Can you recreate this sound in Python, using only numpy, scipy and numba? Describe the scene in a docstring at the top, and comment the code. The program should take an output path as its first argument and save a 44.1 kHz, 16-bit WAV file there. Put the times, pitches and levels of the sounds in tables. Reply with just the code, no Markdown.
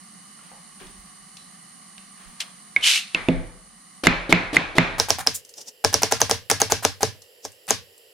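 """A machine hums and hisses in a small hard kitchen: noise with narrow bands. Floor rumble, rustles and small ticks
come first, then rubs, knife taps and a singing scrape on a plastic board, all shaped noise or damped modes.
Then an onion is chopped: each stroke crunches as gritty noise and knocks as ringing modes of board and blade.
From FAST_FROM_S on the scene runs in fast motion: rings, echo and hum are higher, rings and echo shorter.
The loudest knocks clip and duck the gain."""
import sys
import numpy as np
from scipy import signal
from scipy.fft import rfft, irfft, next_fast_len
from scipy.io import wavfile
from scipy.ndimage import uniform_filter1d
from numba import njit

SR = 44100
rng = np.random.default_rng(int(sys.argv[2]) if len(sys.argv) > 2 else 0)


def bounce(signal):
    """Save signal as a 16-bit WAV file at the path given by the first command-line argument."""
    frames = np.transpose(np.atleast_2d(signal))
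    limited = np.clip(frames, -1, 1)
    pcm = np.round(limited * 32767).astype(np.int16)
    wavfile.write(sys.argv[1], SR, pcm)


def invert_db(level):
    """Linear amplitude ratio for a level in decibels (20 dB per decade), elementwise."""
    return 10 ** (np.asarray(level, dtype=float) / 20)


N = 358516
FAST_FROM_S, FAST_FACTOR = 4.975, 2.53


def unit(x):
    """Scales to rms 1."""
    return x / np.sqrt(np.mean(x ** 2) + 1e-20)


def along(points, hz, axis=1):
    """Reads one column of a table on a log frequency axis."""
    rows = np.transpose(points)
    return np.interp(np.log(hz + 1), np.log(rows[0] + 1), rows[axis])


def gains(spans):
    """Gain per sample from (s, dB) curves, silent outside them."""
    t = np.arange(N) / SR
    return sum(invert_db(np.interp(t, *np.transpose(rows), -200, -200)) for rows in spans)


def pace(s):
    """How many times faster than life the scene runs."""
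    return np.where(np.asarray(s) < FAST_FROM_S, 1, FAST_FACTOR)


def filtered(x, response):
    """Multiplies the spectrum of x by a response of frequency."""
    m = next_fast_len(x.shape[-1] + 8192)
    return irfft(rfft(x, m) * response(np.fft.rfftfreq(m, 1 / SR)), m)[..., :x.shape[-1]]


def paired(noises, alike):
    """Mixes two unrelated noises to left and right of a given likeness."""
    def mid_side(hz):
        angle = np.arccos(np.clip(alike(hz), -1, 1)) / 2
        return np.array([np.cos(angle), np.sin(angle)])

    mid, side = filtered(noises, mid_side)
    return np.array([mid + side, mid - side])


def gritty(size, spectrum, speed, grit_db):
    """Coloured noise of uneven grains, rms 1, partly unlike at left and right."""
    grain_db = grit_db * rng.exponential(size=size // 24 + 1).clip(0, 2.8)
    grains = rng.standard_normal((2, size)) * invert_db(np.repeat(grain_db, 24)[:size])
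    alike = [(500, 0.61), (1500, .6), (3000, 0.8), (12000, 0.3)]  # Hz, likeness
    grains = paired(grains, lambda hz: along(alike, hz))
    return unit(filtered(grains, lambda hz: invert_db(along(spectrum, hz / speed))))


def swell(s, db, rise_s, fall_s):
    """Curve of one stroke: straight up in dB, straight down."""
    edge_db = db - 33.5
    return [(s - rise_s, edge_db), (s, db), (s + fall_s, edge_db)]


# Kitchen echo at life speed. Each row: frequency in Hz, t60 in s, level in dB, left-right likeness.
ROOM = [(25, 0.56, -1, 0.031), (41.2, 0.92, 7, 0), (69, 0.78, 2, 0), (110, 0.31, 2.5, 0.31),
        (200, 0.37, -6.5, 0.94), (620, 0.62, -4.5, 0.64), (1490, .65, -7.5, .2), (2595, 0.48, -8, 0.41),
        (2950, 0.51, -11.5, 0.43), (4190, 0.5, -4.5, 0.85), (4740, .5, -10, .4), (7900, 0.54, -14.5, 0),
        (10800, .2, -12, 0.18), (16000, 0.19, -16.5, .3)]


def add(out, s, dry, room_db, pan_db=0, send=None):
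    """Places a sound with a fresh answer of the kitchen; each frequency dies at its own speed."""
    speed = pace(s)
    send = dry[0] if send is None else send
    noise = rng.standard_normal((2, int(SR * .55 / speed)))
    hz, t, z = signal.stft(noise, SR, nperseg=512)
    t60 = along(ROOM, hz / speed)[:, None]
    tail = signal.istft(z * invert_db(-60 * t * speed / t60), SR, nperseg=512)[1]
    tail = filtered(tail, lambda f: invert_db(along(ROOM, f / speed, axis=2)))
    tail = paired(tail, lambda f: along(ROOM, f / speed, axis=3))
    late = np.pad(send, (int(.003 * SR / speed), 0))
    wet = invert_db(room_db) * signal.fftconvolve(late[None], tail / np.linalg.norm(tail[0]), axes=1)
    wet[:, :len(send)] += dry * invert_db([[pan_db / 2], [-pan_db / 2]])
    part = out[:, round(s * SR):][:, :wet.shape[1]]
    part += wet[:, :part.shape[1]]


# Level of the hum, left and right 1.3 dB below and above. 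Each row: time in s, level in dB.
HUM_LEVEL = [(0, -47), (3.1, -47.5), (3.5, -51), (4.0, -48.5), (4.1, -55.5), (5.0, -57.5), (5.4, -51.5),
             (8.2, -50)]
# Hiss colour at life speed. Each row: frequency in Hz, relative density in dB per Hz.
HISS = [(15, -61), (25, -17.5), (96, -21.5), (178, 0.5), (445, -18.5), (1170, -12.5), (1450, -14.5),
        (2060, -17.5), (2360, -20), (4500, -21.5), (7300, -18), (9300, -7.5), (11200, -23), (14300, -31.5),
        (15500, -44.5)]
# Bands of the hum at life speed. Each row: centre in Hz, width in Hz, level in dB over the hiss.
HUM_BANDS = [(201, 58, -1), (747, 90, 4), (1152, 185, 6.5), (1980, 400, 3.5), (2966, 210, 8.5),
             (4430, 1000, 6.5), (5680, 380, 3), (6574, 550, 2.5), (8260, 140, 2.5), (9000, 47, -6),
             (9260, 210, 5), (9670, 202, 5)]
# Hum in stereo at life speed. Each row: frequency in Hz, left-right likeness.
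HUM_ALIKE = [(60, 0.77), (150, 1), (380, 0.044), (950, -0.063), (2380, 0.77), (5980, 0.0067),
             (15000, 0.0014)]


def hum():
    """Steady hiss with narrow bands; fast motion spreads the same power over higher frequencies."""
    def colour(hz):
        bands = sum(invert_db(db) / (1 + (2 * (hz - c) / w) ** 4) for c, w, db in HUM_BANDS)
        return invert_db(along(HISS, hz)) * (1 + bands)

    def at_speed(speed):
        noise = paired(rng.standard_normal((2, N)), lambda hz: along(HUM_ALIKE, hz / speed))
        return filtered(noise, lambda hz: colour(hz / speed) / np.sqrt(speed))

    slow, fast = at_speed(1), at_speed(FAST_FACTOR)
    both = np.where(np.arange(N) < FAST_FROM_S * SR, slow, fast) / np.std(slow)
    return gains([HUM_LEVEL]) * both * invert_db([[-1.3], [1.3]])


# Someone shifts weight on the floor; left and right 2.5 dB below and above.
# Each row: loudest time in s, level in dB, rise in s, fall in s.
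THUDS = [(.902, -48.5, .15, .09), (.994, -47.5, .09, 0.16), (1.226, -66.5, 0.14, .13),
         (2.286, -49.5, 0.097, .13)]
# Soft rustles. Each row: loudest time in s, level in dB, rise in s, fall in s.
RUSTLES = [(.45, -55, .2, .5), (0.804, -45.5, .03, 0.31), (1.074, -61, 0.099, 0.055),
           (2.2, -51.5, 0.086, 0.71), (2.41, -44.5, 0.029, 0.19)]


def steps():
    """Floor rumble and a soft rustle: low and middle noise under swelling curves."""
    rumble_colour = [(15, -41), (40, 0), (70, -13.5), (150, -46.0)]  # Hz, dB per Hz
    rustle_colour = [(60, -27), (280, -13.0), (1000, -1.5), (3000, -4.5), (9000, -25)]

    def noise(colour):
        pair = paired(rng.standard_normal((2, N)), lambda hz: 0.46 + 0 * hz)
        return unit(filtered(pair, lambda hz: invert_db(along(colour, hz))))

    rumble = gains([swell(*row) for row in THUDS]) * noise(rumble_colour) * invert_db([[-2.5], [2.5]])
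    rustle = gains([swell(*row) for row in RUSTLES]) * noise(rustle_colour)
    return rumble + rustle


# Hands, knife and tableware. Each row: start in s, level in dB, pitch in Hz, t60 in s.
TICKS = [(.388, -42, 1140, 0.024), (.516, -38.5, 840, 0.025), (.81, -39.5, 279, 0.099),
         (.868, -39.5, 3500, 0.023), (1.368, -35, 4160, 0.035), (1.979, -29.5, 2850, 0.016),
         (5.449, -34.5, 6500, 0.019), (5.491, -39.5, 6760, 0.048), (5.538, -35.5, 5680, 0.024),
         (5.558, -47, 9000, .02), (5.582, -42.5, 480, 0.079), (7.147, -46, 560, 0.026),
         (7.219, -35.5, 5830, 0.024), (7.518, -40.5, 7620, 0.023), (7.668, -33, 9000, 0.012),
         (7.978, -41, 8500, 0.0238)]


def ticks():
    """Short decaying noise coloured around one pitch."""
    out, t = np.zeros((2, N)), np.arange(SR // 12) / SR
    for s, db, hz, t60 in TICKS:
        colour = [(hz / 3, -20), (hz, 0), (hz * 1.66, -9), (hz * 7, -40)]
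        envelope = invert_db(db - 60 * t / t60) * np.clip(t / 0.0019, 0, 1)
        add(out, s, envelope * gritty(len(t), colour, 1, grit_db=0.5), room_db=-5.0)
    return out


# Short rubs on the board. Each row: loudest time in s, level in dB, rise in s, fall in s.
FLICKS = [(2.405, -21.5, 0.0069, 0.047), (5.352, -23.5, 0.02, .06)]
# The blade scrapes the board clear. Each row: time in s, level in dB.
SWEEP = [(2.81, -37), (2.82, -43), (2.84, -19.5), (2.876, -12), (2.954, -18), (2.96, -15.5), (3.06, -48)]
# Scrape colour at life speed. Each row: frequency in Hz, relative density in dB per Hz.
SCRAPE = [(180, -53), (300, -25), (446, -40), (720, -25), (1090, -22.5), (2520, -2), (2830, 0.5),
          (7500, -11), (9600, -13), (13100, -25), (15500, -42)]
# Slices are pushed aside. Each row: loudest time in s, level in dB, rise in s, fall in s.
SHUFFLES = [(5.583, -36.5, .035, .05), (5.616, -36.5, 0.039, 0.037), (5.686, -34, .045, 0.034),
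            (7.452, -32.5, .032, 0.046)]
# Wet slices sliding, colour as heard. Each row: frequency in Hz, relative density in dB per Hz.
SLICES = [(120, -63), (200, -7), (293, -12.5), (842, -9.5), (1170, -23), (2090, -20), (2850, -12),
          (4180, -10.5), (5590, 1.5), (15500, -23)]


def rubs():
    """Gritty friction noise under each stroke."""
    out = np.zeros((2, N))
    scrapes = [SWEEP] + [swell(*row) for row in FLICKS]
    slides = [swell(*row) for row in SHUFFLES]
    for strokes, colour, paced in (scrapes, SCRAPE, True), (slides, SLICES, False):
        for rows in strokes:
            first, last = round(rows[0][0] * SR), round(rows[-1][0] * SR)
            speed = pace(first / SR) if paced else 1
            noise = gritty(last - first, colour, speed, grit_db=2.5)
            add(out, first / SR, gains([rows])[first:last] * noise, room_db=-18.0)
    return out


def ring(t, modes, cycles):
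    """Damped modes that build up over a share of a cycle, low ones last; each blow lands a little differently."""
    chance = rng.standard_normal((len(modes), 2)) * [1.5, .015]  # dB, share of pitch
    out = 0
    for (hz, db, t60), (more_db, off) in zip(modes, chance):
        decay = invert_db(db + more_db - 60 * t / t60)
        out = out + decay * np.sin(2 * np.pi * hz * (1 + off) * t) * (1 - np.exp(-t * hz / cycles))
    return out


# Blade or onion meets the board.
# Each row: start in s, blow level in dB, board level in dB re the blow before trim, blade ring in Hz as heard.
KNOCKS = [(2.763, -5, -39.5, 2170), (3.1472, -5, -27.5, 2560), (3.2858, -12, 0.5, 2550),
          (4.0696, 8, -18, 2117), (4.3256, 5.5, -19, 2104), (4.5672, 2, -24, 2084), (4.783, 5.5, -15, 2076),
          (4.9994, 1.5, -19.5, 5290), (5.1047, 2, -19, 5530), (5.2722, 1.5, -22.5, 5220),
          (5.8473, 2, -13.5, 5430), (5.9419, 2.5, -17, 5720), (6.0329, 1, -17, 5910), (6.123, 0, -16, 6180),
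          (6.2161, 3, -17, 5920), (6.3117, 0.5, -17, 5500), (6.5135, 1, -16, 6010), (6.617, 1.5, -16, 6300),
          (6.721, 1.5, -16, 6210), (6.85, 2, -14.5, 5920), (7.0307, -0.5, -13.5, 6220),
          (7.451, -19.5, -11.5, 6040), (7.7068, 1.5, -17.5, 6760)]
# The knife works along the board. Each row: time in s, left over right in dB.
PLACE = [(2.7, -2.5), (5.3, -3), (6.1, -0.5), (7.7, 1.9)]
# Blade modes before each blow's changes. Each row: multiple of its ring, level in dB, t60 in s at life speed.
BLADE = [(0.619, -7, 0.0044), (.8, -12.5, 0.014), (1.002, 0, 0.012), (1.109, -6, 0.01),
         (1.329, -10.5, .008), (1.688, -12.5, 0.0089), (1.97, -16.5, 0.006), (2.9, -20, .005),
         (3.4, -21.5, 0.0055)]
# Board and counter at life speed. Each row: frequency in Hz, level in dB, t60 in s.
BOARD = [(114.5, -12.5, 0.17), (176.9, -1, 0.15), (231.8, -10, 0.19), (262.2, -3.5, 0.12),
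         (317.5, 9.5, 0.038), (384, -1.5, 0.043), (501, -4.5, 0.05), (640, -5.5, 0.055), (875, -12, 0.039)]
# Boom under the counter at life speed. Each row: frequency in Hz, level in dB, t60 in s.
CABINET = [(38.3, -8.5, 0.17)]
# Crack of a blow. Each row: frequency in Hz, relative density in dB per Hz.
CRACK = [(25, -12), (45, -4), (150, 0), (700, 3.5), (1500, 7.5), (2200, 14), (4200, -4), (7000, -11),
         (11000, -27.5), (16000, -37.5)]
CRACK_HZ, CRACK_RISE_S = 2240, 0.00025  # blade ring at which CRACK holds as noise, it moves with the ring; rise
KNOCK_ROOM_DB, ROOM_LAGS = -8, 0.52  # room under a 0 dB blow; dB it falls behind per dB of harder blow


def knocks():
    """Each blow rings board and blade and cracks for a moment."""
    out = np.zeros((2, N))
    for s, db, board_db, blade_hz in KNOCKS:
        speed = pace(s)
        room_db = KNOCK_ROOM_DB - ROOM_LAGS * max(db, 0)
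        pan_db = np.interp(s, *np.transpose(PLACE))
        t = np.arange(int(SR * .25 / speed)) / SR * speed  # life time
        tap_db = .5 * min(board_db + 20, 0)  # a tap that hardly moves the board rings longer, on one note
        soft_db = -.7 * max(board_db + 1, 0)  # a soft heavy thing moves the board and little else
        modes = []
        for multiple, level_db, t60 in BLADE:
            lead = abs(multiple - 1) < .06
            mode_db = level_db + tap_db * (-.3 if lead else .75)
            modes.append((multiple * blade_hz / speed, mode_db, t60 * (1.5 - 0.25 * tap_db * lead)))
        blade = invert_db(soft_db) * ring(t, modes, cycles=0.96)
        burst = gritty(len(t), [(120, -27.5)] + CRACK[3:], blade_hz / CRACK_HZ, grit_db=-2.5)
        crack = invert_db(0.35 * tap_db - 3.5 - 60 * t / 0.011) * (1 - np.exp(-t / CRACK_RISE_S)) * burst
        board = -invert_db(board_db + 4.5) * ring(t, BOARD, cycles=0.88)
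        # the room answers a smooth broadband click along with softer blade and board rings
        click = filtered(1. * (np.arange(len(t)) == 80), lambda hz: invert_db(along(CRACK, hz / speed)))
        send = invert_db(tap_db + 18.0) * click / np.linalg.norm(click) / np.sqrt(speed)
        send = send + invert_db(-10.5) * blade + invert_db(-6) * board
        send = send + invert_db(board_db) * ring(t, CABINET, cycles=0.5)
        add(out, s, invert_db(db) * (blade + crack + board), room_db, pan_db, invert_db(db) * send)
    return out


# The edge sings while it scrapes. Each row: time in s, centre in Hz, level in dB before a 3.5 dB cut.
RASP = [(2.82, 2950, -31.5), (2.839, 3027, -14), (2.928, 3010, -30), (2.952, 2710, -35.5),
        (2.964, 2625, -20), (3.032, 2830, -38)]


def rasp():
    """A narrow band of noise around a gliding pitch: slow noise on two carriers a quarter turn apart."""
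    out, (s, hz, db) = np.zeros((2, N)), np.transpose(RASP)
    t = np.arange(s[0], s[-1], 1 / SR)
    flutter = unit(filtered(rng.standard_normal((2, len(t))), lambda f: 1 / (1 + (f / 160) ** 2)))
    phase = 2 * np.pi * np.cumsum(np.interp(t, s, hz)) / SR
    band = flutter[0] * np.cos(phase) + flutter[1] * np.sin(phase)
    band = invert_db(np.interp(t, s, db) - 3.5) * band
    add(out, s[0], np.array([band, band]), room_db=-21.0)
    return out


# The edge enters the onion. Each row: start in s, entry crunch in dB before the snap, thump gain in dB re crunch.
CUTS = [(3.142, -52, -11), (4.0347, -25.5, -2), (4.293, -30, 10), (4.5288, -30, 8.5), (4.7530, -37, 10),
        (4.9819, -32.5, 9), (5.0850, -32.5, 5), (5.185, -29.5, 5.5), (5.265, -29, 2), (5.8405, -27, 3.5),
        (5.9276, -31.5, 1.5), (6.0190, -28, 2), (6.1106, -30, 0), (6.2023, -27.5, -2.5), (6.296, -26, 0.5),
        (6.499, -20, -8), (6.6012, -23.5, -1.5), (6.6987, -30.5, 2), (6.825, -35.5, 6.5), (7.007, -37.5, 8),
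        (7.6792, -34, -0.5)]
# Tearing flesh at life speed. Each row: frequency in Hz, relative density in dB per Hz.
CRUNCH = [(290, -7.5), (500, 2.5), (1170, -7.5), (3770, -5.5), (7680, -19), (9790, -15.5), (13400, -28),
          (15000, -49)]
DEEP_DB, SETTLES = -26.5, 0.98  # level deep in the flesh, share of the way there by the end
STALL_DB = -6.5  # fade of a cut that never lands
BITE_DB, BITE_S, FIRM_DB = 3, 0.012, -34  # the skin snaps: most extra level, decay; gentler entries make no snap
LAYER_S, LAYER_DB = 0.00394, 3  # the flesh gives way in fits: length of a fit at life speed, spread


def cuts():
    """The edge thumps into the onion and tears cells, until it reaches the board or stalls."""
    out, stops = np.zeros((2, N)), np.transpose(KNOCKS)[0]
    for s, db, thump_db in CUTS:
        speed = pace(s)
        stop = stops[stops > s][0]
        last = min(stop - s, 0.084 / speed)
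        lands = s + last >= stop - 1 / SR
        t = np.arange(int(SR * last)) / SR * speed  # life time
        swell_db = SETTLES * (DEEP_DB - db) if lands else STALL_DB
        snap_db = np.clip(db - FIRM_DB, 0, BITE_DB) * lands * np.exp(-t / BITE_S)
        fits = rng.standard_normal(40)
        fit_db = LAYER_DB * np.interp(t / LAYER_S, np.arange(len(fits)), fits)
        crunch = gritty(len(t), CRUNCH, speed, grit_db=2) * invert_db(fit_db)
        # one thump, then the tearing keeps shaking the board
        push = invert_db(-32.5) * rng.standard_normal(len(t)) + (t == 0)
        shake = signal.fftconvolve(push, ring(t, BOARD[4:], cycles=0.55))[:len(t)]
        both = invert_db(db + swell_db * t / t[-1] + snap_db) * crunch + invert_db(db + thump_db) * shake
        add(out, s, both * np.clip(t / 0.0015, 0, 1), room_db=-7.0)
    return out


def scene():
    """All sources together."""
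    return hum() + steps() + ticks() + rubs() + knocks() + rasp() + cuts()


@njit
def follow(level_db, rise, fall_db):
    """Climbs quickly toward louder sound, sinks no faster than a given rate."""
    held = level_db.copy()
    for i in range(1, len(held)):
        up = held[i - 1] + rise * (level_db[i] - held[i - 1])
        held[i] = max(up, held[i - 1] - fall_db[i])
    return held


def top_cut(x):
    """Nothing passes above the cut-off."""
    return signal.sosfilt(signal.butter(12, 16330, fs=SR, output="sos"), x)


def record(dry):
    """Gain control ducks just after each blow, too late to keep it from clipping, then recovers."""
    power = np.abs(uniform_filter1d(np.mean(dry ** 2, 0), size=88))
    level_db = np.maximum(10 * np.log10(power + 1e-12), -30)
    fall_db = 55 * pace(np.arange(N) / SR) / SR  # 55 dB/s at life speed
    held_db = follow(np.roll(level_db, 66), 0.0083, fall_db)  # 66 samples late
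    ducked = dry * invert_db(-.3 * np.clip(held_db + 19.5, 0, None))
    top_hz = 15900
    mix = filtered(np.clip(ducked, -1, 1), lambda hz: 1 / (1 + (hz / top_hz) ** 40))
    return top_cut(mix)


dry = scene()
out = record(dry)
bounce(out)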